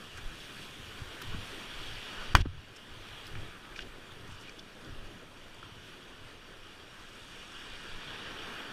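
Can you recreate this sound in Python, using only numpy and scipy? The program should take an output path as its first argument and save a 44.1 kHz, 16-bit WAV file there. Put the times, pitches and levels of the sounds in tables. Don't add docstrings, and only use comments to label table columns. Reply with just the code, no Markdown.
import sys
import numpy as np
from scipy import signal
from scipy.fft import rfft, irfft, next_fast_len
from scipy.io import wavfile
from scipy.ndimage import uniform_filter1d, map_coordinates

SR = 44100
rng = np.random.default_rng(int(sys.argv[2]) if len(sys.argv) > 2 else 0)


def ratio_of_db(decibels):
    return 10 ** (np.asarray(decibels, float) / 20)


def inscribe(sig):
    pcm = np.round(np.clip(np.atleast_2d(sig).T, -1, 1) * 32767)
    wavfile.write(sys.argv[1], SR, pcm.astype(np.int16))


N = 384552
CLAMP_S = 2.41


def unit(x):
    return x / np.sqrt(np.mean(x ** 2) + 1e-20)


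def along(points, hz):
    f, v = np.transpose(points)
    return np.interp(np.log(hz + 1), np.log(f + 1), v)


def curves(rows):
    s, *cols = np.transpose(rows)
    return [np.interp(np.arange(N) / SR, s, c) for c in cols]


def wobble(rate):
    knots = rng.standard_normal(int(N * rate / SR) + 4)
    return map_coordinates(knots, [np.arange(N) * rate / SR])


def filtered(x, gain):
    m = next_fast_len(N + SR // 4)
    return irfft(rfft(x, m) * gain(np.fft.rfftfreq(m, 1 / SR)), m)[:N]


def patchy(depth_db):
    z = signal.stft(rng.standard_normal(N), nperseg=512)[2]
    field = uniform_filter1d(rng.standard_normal(z.shape), 6, 0)
    field = uniform_filter1d(field, 10, 1)
    return signal.istft(z * ratio_of_db(depth_db * unit(field)), nperseg=512)[1][:N]


def steady(x, span):
    return x / np.sqrt(np.abs(uniform_filter1d(x ** 2, round(span * SR))) + 1e-20)


def hiss(count, hz):
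    b, a = signal.iirpeak(min(hz, .4 * SR), 1.3, SR)
    once = signal.lfilter(b, a, rng.standard_normal(count))
    return unit(signal.lfilter(b, a, once))


def ring(t, hz, t60):
    return ratio_of_db(-60 * t / t60) * np.sin(2 * np.pi * hz * t)


def add(track, s, x):
    track[round(s * SR):][:len(x)] += x


def cavity(hz):
    # centre_hz, width_hz, level_db
    cavity_modes = [(990, 620, 2.5), (1273, 114, 1.5), (1590, 740, 5), (2080, 83, -4), (2440, 130, 4),
                    (2867, 140, 5), (3300, 770, 4.5), (4670, 210, 8.5), (5310, 130, 5.5), (5614, 300, 7.5),
                    (6250, 190, 3.5), (7750, 390, -5.5), (7960, 370, 4.5), (9900, 900, -2),
                    (13700, 970, -4), (14700, 1300, 2.5)]
    return ratio_of_db(sum(db / (1 + (2 * (hz - centre) / width) ** 2) for centre, width, db in cavity_modes))


def clamp_db():
    fall_s, quick_db, recover_s, lasting_db = .015, -8.5, 0.48, -7.5
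    since = np.maximum(np.arange(N) / SR - CLAMP_S, 0)
    return np.clip(since / fall_s, 0, 1) * (lasting_db + quick_db * np.exp(-since / recover_s))


def surf():
    # pitch_hz, density_db (per Hz)
    sea_spectrum = [(71, -20), (120, -5), (184, 0), (389, 0), (841, -10.5), (1510, -8), (2050, -10.5),
                    (3340, -9.5), (5010, -20), (9210, -21.5), (15300, -30)]
    splits_hz = [800, 2100, 4200]
    # start_s, strength_db, foam_db
    wave_course = [(0, -52.5, 2), (.42, -50, 3.5), (.75, -50.5, 4.5), (1.17, -47.5, -0.5), (1.24, -46.5, 1),
                   (1.95, -46, 4.5), (2.3, -45, 0.5), (3.2, -40.5, 0.5), (3.5, -43, -3), (4, -45.5, -1.5),
                   (4.75, -48.5, -2), (5, -45.5, -1.5), (5.25, -49, -2.5), (5.65, -47, 0), (6.5, -48.5, 0),
                   (7.25, -46.5, 1), (7.75, -41.5, 0.5), (8.4, -35.5, -3)]
    # over_calm_db, db_per_strength_db, db_per_foam_db, grit (0-1)
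    registers = [
        (-0.5, .5, -0.5, 0.07),
        (-1, 0.76, -0.04, 0.1),
        (-0.5, 0.91, 0.86, 0.14),
        (-7, 0.55, 0.46, 0.3),
    ]
    # start_s, share (0-1)
    facing = [(0, 0.33), (.8, 0.1), (1.6, 0.3), (2.3, 0.7), (3, 0.1), (3.8, 0.1), (4.6, 0.26), (5.4, 0.3),
              (6.2, 0.44), (7, 0.55), (7.6, 0.98), (8.1, 0.7), (8.72, 0.6)]
    calm_db = -47
    edges = [100, *splits_hz, 16000]
    surge = .15 * wobble(3) + .45 * wobble(10)
    struck = rng.random(N) < 600 / SR
    grain_db = np.minimum(4 * rng.exponential(size=N), 12)
    grains = unit(struck * ratio_of_db(grain_db) * rng.standard_normal(N))
    strength_db, foam_db = curves(wave_course)
    sea = np.zeros(N)
    for k, (over_db, grows, foams, grit) in enumerate(registers):
        low_hz, high_hz = edges[k], edges[k + 1]
        db = calm_db + over_db + grows * (strength_db - calm_db) + foams * foam_db

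        def colour(hz):
            band = np.sqrt(np.abs(1 / (1 + (hz / high_hz) ** 8) - 1 / (1 + (hz / low_hz) ** 8)))
            return band * cavity(hz) ** 0.63 * ratio_of_db(along(sea_spectrum, hz))

        water = filtered(patchy(depth_db=1.5) + grit * grains, colour)
        sea += ratio_of_db(db + clamp_db() + surge + .3 * wobble(7)) * unit(water)
    boxed = ratio_of_db(-2.5) * filtered(sea, lambda hz: cavity(hz) ** .8 / np.sqrt(1 + (hz / 11000) ** 4))
    share = np.clip(curves(facing)[0], 0, 1)
    return (1 - share) * sea + share * boxed


def knock():
    # start_s, peak_db, hardness_db (per octave above 1 kHz)
    blows = [
        (2.3512, -6.5, 0.5),
        (2.3604, -20.5, -15),
        (2.4553, -46, -21),
    ]
    # pitch_hz, level_db, t60_s
    shell_modes = [(1036, -6.5, 0.025), (1160, -2, 0.02), (1326, 3.5, 0.013), (1500, 0, 0.015),
                   (1800, -6, 0.02), (2400, -3, 0.015), (2970, -8.5, 0.026), (3270, -7.5, 0.019),
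                   (4600, -2, 0.0069), (5500, -13, 0.009), (6400, -7.5, 0.0068), (8000, -17.5, .01)]
    out, t = np.zeros(N), np.arange(SR // 5) / SR
    for s, db, hard_db in blows:
        shell = sum(ratio_of_db(level + hard_db * np.log2(hz / 1000)) * ring(t, hz, t60)
                    for hz, level, t60 in shell_modes)
        crack = .4 * ratio_of_db(hard_db - 60 * t / 0.0057) * rng.standard_normal(len(t))
        add(out, s, -ratio_of_db(db) * (shell + crack) * (1 - np.exp(-t / 0.0003)))
    return out


def bumps():
    # start_s, peak_db, pitch_hz, t60_s, direction (-1 inward, 1 outward)
    pushes = [(1.018, -25, 88, 0.061, 1), (1.272, -38, 95, .1, -1), (1.346, -18.5, 153, 0.025, -1),
              (1.385, -29, 101, 0.061, 1), (2.3452, -6.5, 70.4, 0.021, -1), (2.3514, 0.5, 78, 0.022, 1),
              (2.354, -14.5, 32, 0.082, 1), (2.363, -25, 25.3, 0.065, -1), (2.385, -15.5, 91.5, 0.035, 1),
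              (2.404, -11.5, 69, 0.052, -1), (2.418, -14, 55, 0.057, 1), (2.455, -32, 300, 0.022, 1),
              (2.4571, -22, 265, 0.026, 1), (2.469, -23, 82, 0.053, -1), (2.551, -37, 71.5, 0.12, -1),
              (3.359, -37, 102, 0.13, -1), (4.29, -41, 109, 0.11, -1)]
    out, t = np.zeros(N), np.arange(SR // 5) / SR
    for s, db, hz, t60, direction in pushes:
        onset = 1 - np.exp(-t * hz / .12)
        add(out, s, np.sign(direction) * ratio_of_db(db) * ring(t, hz, t60) * onset)
    return out


def rattle():
    # start_s, level_db
    shaking = [(2.352, -23), (2.36, -24.5), (2.372, -29.5), (2.381, -43), (2.39, -54), (2.405, -55),
               (2.418, -47), (2.423, -55)]
    # pitch_hz, density_db (per Hz)
    loose_spectrum = [(300, 5.5), (700, -11), (1500, -0.5), (3500, -12), (6000, -20.5), (10000, -25),
                      (16000, -34)]
    loose = unit(filtered(rng.standard_normal(N), lambda hz: ratio_of_db(along(loose_spectrum, hz)) * cavity(hz)))
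    now = np.arange(N) / SR
    return ratio_of_db(curves(shaking)[0]) * loose * (now > shaking[0][0]) * (now < shaking[-1][0])


def tackle():
    # start_s, peak_db, ring_hz, rattle_db, rattle_hz
    clicks = [(0.174, -40, 2400, 7.5, 7300), (1.217, -34.5, 1340, 3, 6140), (3.268, -40, 5070, 3, 10000),
              (3.277, -50, 3190, 11, 10000), (3.353, -41, 2410, 10, 1700), (3.761, -38.5, 2400, 1.5, 4500),
              (3.7905, -31.5, 1540, 9.5, 2490), (3.806, -43, 3200, 1, 4500), (3.821, -48, 3000, -1, 4500),
              (4.247, -45, 3300, -3, 4500), (4.411, -52, 5340, 5, 8000), (4.483, -40, 2400, -6, 2500),
              (4.494, -36.5, 2360, 1, 4620), (4.589, -42, 3420, -9, 3980), (4.594, -39, 3480, -2, 5500),
              (4.846, -47, 3400, 4, 5000), (5.545, -54, 4740, 13, 8000), (5.629, -37.5, 1350, -4, 1500)]
    # start_s, length_s, level_db, centre_hz
    rubs = [(.16, 0.042, -52, 1500), (0.163, 0.03, -55, 6500), (0.379, 0.1, -56, 3300),
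            (0.605, 0.067, -52, 3000), (0.606, 0.032, -59, 7560), (1.216, 0.011, -49, 11500),
            (1.2165, 0.014, -46, 3200), (2.404, 0.019, -43, 3050), (2.408, 0.01, -51, 4500),
            (2.451, 0.015, -50.5, 990), (2.755, 0.023, -58.5, 6100), (3.233, 0.067, -59, 3600),
            (3.645, .015, -54, 1944), (3.72, .012, -53, 1389), (3.753, 0.045, -56, 4500),
            (3.757, .016, -52.5, 2100), (3.797, 0.041, -51, 3240), (4.199, 0.27, -62, 1100),
            (4.248, 0.27, -62.5, 3300), (4.26, 0.11, -64, 7000), (4.388, 0.055, -63, 7000),
            (4.41, .11, -58, 2400), (4.587, .016, -56.5, 4500), (6.75, 1.5, -65, 7315),
            (7.6, 0.8, -61, 3050), (8.418, .28, -69, 10800)]
    ring_t60_s, rattle_t60_s = 0.016, 0.022
    out, t = np.zeros(N), np.arange(SR // 10) / SR
    for s, db, hz, rattle_db, rattle_hz in clicks:
        noise = ratio_of_db(rattle_db - 12.5 - 60 * t / rattle_t60_s) * hiss(len(t), rattle_hz)
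        click = ring(t, hz, ring_t60_s) + noise
        add(out, s, ratio_of_db(db) * click * (1 - np.exp(-t / 0.00052)))
    for s, length, db, hz in rubs:
        swell = np.sin(np.linspace(0, np.pi, round(length * SR))) ** .8
        slip_db = np.repeat(rng.normal(0, 2.5, len(swell) // 128 + 1), 128)[:len(swell)]
        add(out, s, ratio_of_db(db) * swell * ratio_of_db(slip_db) * hiss(len(swell), hz))
    return filtered(out, cavity)


def wind():
    # centre_s, length_s, buffet_db, drum_db
    puffs = [(0.198, .12, -48, -46.5), (0.264, 0.075, -34, -58), (.62, .2, -51, -59),
             (0.847, 0.16, -52, -49), (1.046, .1, -44, -47.5), (1.334, 0.14, -35, -40),
             (1.775, .1, -39, -53.5), (1.912, 0.15, -39, -48.5), (2.205, 0.093, -39, -57),
             (2.308, .07, -35, -46), (2.515, .14, -43, -43), (2.961, 0.13, -48.5, -52),
             (3.38, 0.17, -39, -45.5), (3.856, 0.24, -47, -59.5), (4.194, 0.18, -52, -53.5),
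             (4.327, .1, -47.5, -51.5), (4.906, 0.091, -53, -47.5), (4.99, 0.14, -40, -59),
             (5.074, 0.092, -52, -53), (5.455, 0.12, -53, -65), (5.706, .2, -60, -53.5),
             (6.23, 0.078, -50.5, -54), (3.13, 0.084, -52, -53), (7.0, 0.059, -48, -61),
             (2.693, 0.065, -58, -54), (7.728, 0.16, -48, -58.5), (7.94, 0.1, -40, -55),
             (8.093, 0.13, -53, -53.5), (8.305, .1, -48.5, -58), (8.47, .15, -50, -59)]
    # pitch_hz, density_db (per Hz)
    buffet_spectrum = [(4, -39), (10, 9), (20, 1.5), (32, -7), (55, -9.5), (80, -43), (160, -120)]
    # pitch_hz, density_db (per Hz)
    drum_spectrum = [(20, -120), (45, -22), (65, -0.5), (100, 7.5), (140, -1), (200, -24), (500, -120)]
    breeze_db, hum_db = -53.5, -59
    flutter_db, wind_rise_db = 2.5, 4
    flutter = flutter_db * np.array([wobble(14), wobble(15)])
    lull = clamp_db() + wind_rise_db * (np.arange(N) > CLAMP_S * SR) + flutter
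    power = ratio_of_db(lull + [[breeze_db], [hum_db]]) ** 2
    now = np.arange(N) / SR
    for s, length, *levels_db in puffs:
        near = slice(max(round((s - 2 * length) * SR), 0), round((s + 2 * length) * SR))
        bell = ratio_of_db(-24 * ((now[near] - s) / length) ** 2)
        power[:, near] += (ratio_of_db(levels_db)[:, None] * bell) ** 2
    buffet = filtered(rng.standard_normal(N), lambda hz: ratio_of_db(along(buffet_spectrum, hz)))
    drum = filtered(rng.standard_normal(N), lambda hz: ratio_of_db(along(drum_spectrum, hz)))
    return np.sqrt(power[0]) * steady(buffet, span=0.135) + np.sqrt(power[1]) * steady(drum, span=0.11)


def scene():
    blow = filtered(knock() + bumps() + rattle(), lambda hz: 1 / (1 + (hz / 16000) ** 60))
    rest = filtered(surf() + wind() + tackle(), lambda hz: hz < 15290)
    return (rest + blow)[None]


def low_pass(x):
    return signal.sosfilt(signal.butter(12, 16430, fs=SR, output="sos"), x)


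def record(dry):
    # start_s, level_db
    duck = [
        (2.336, -4),
        (2.34, -9),
        (2.345, -25),
        (2.347, -1.5),
    ]
    ducked = dry[0] * ratio_of_db(curves(duck)[0])
    held = ducked / (1 + np.abs(ducked / .96) ** 8) ** (1 / 8)
    return low_pass(held[None])


dry = scene()
out = record(dry)
inscribe(out)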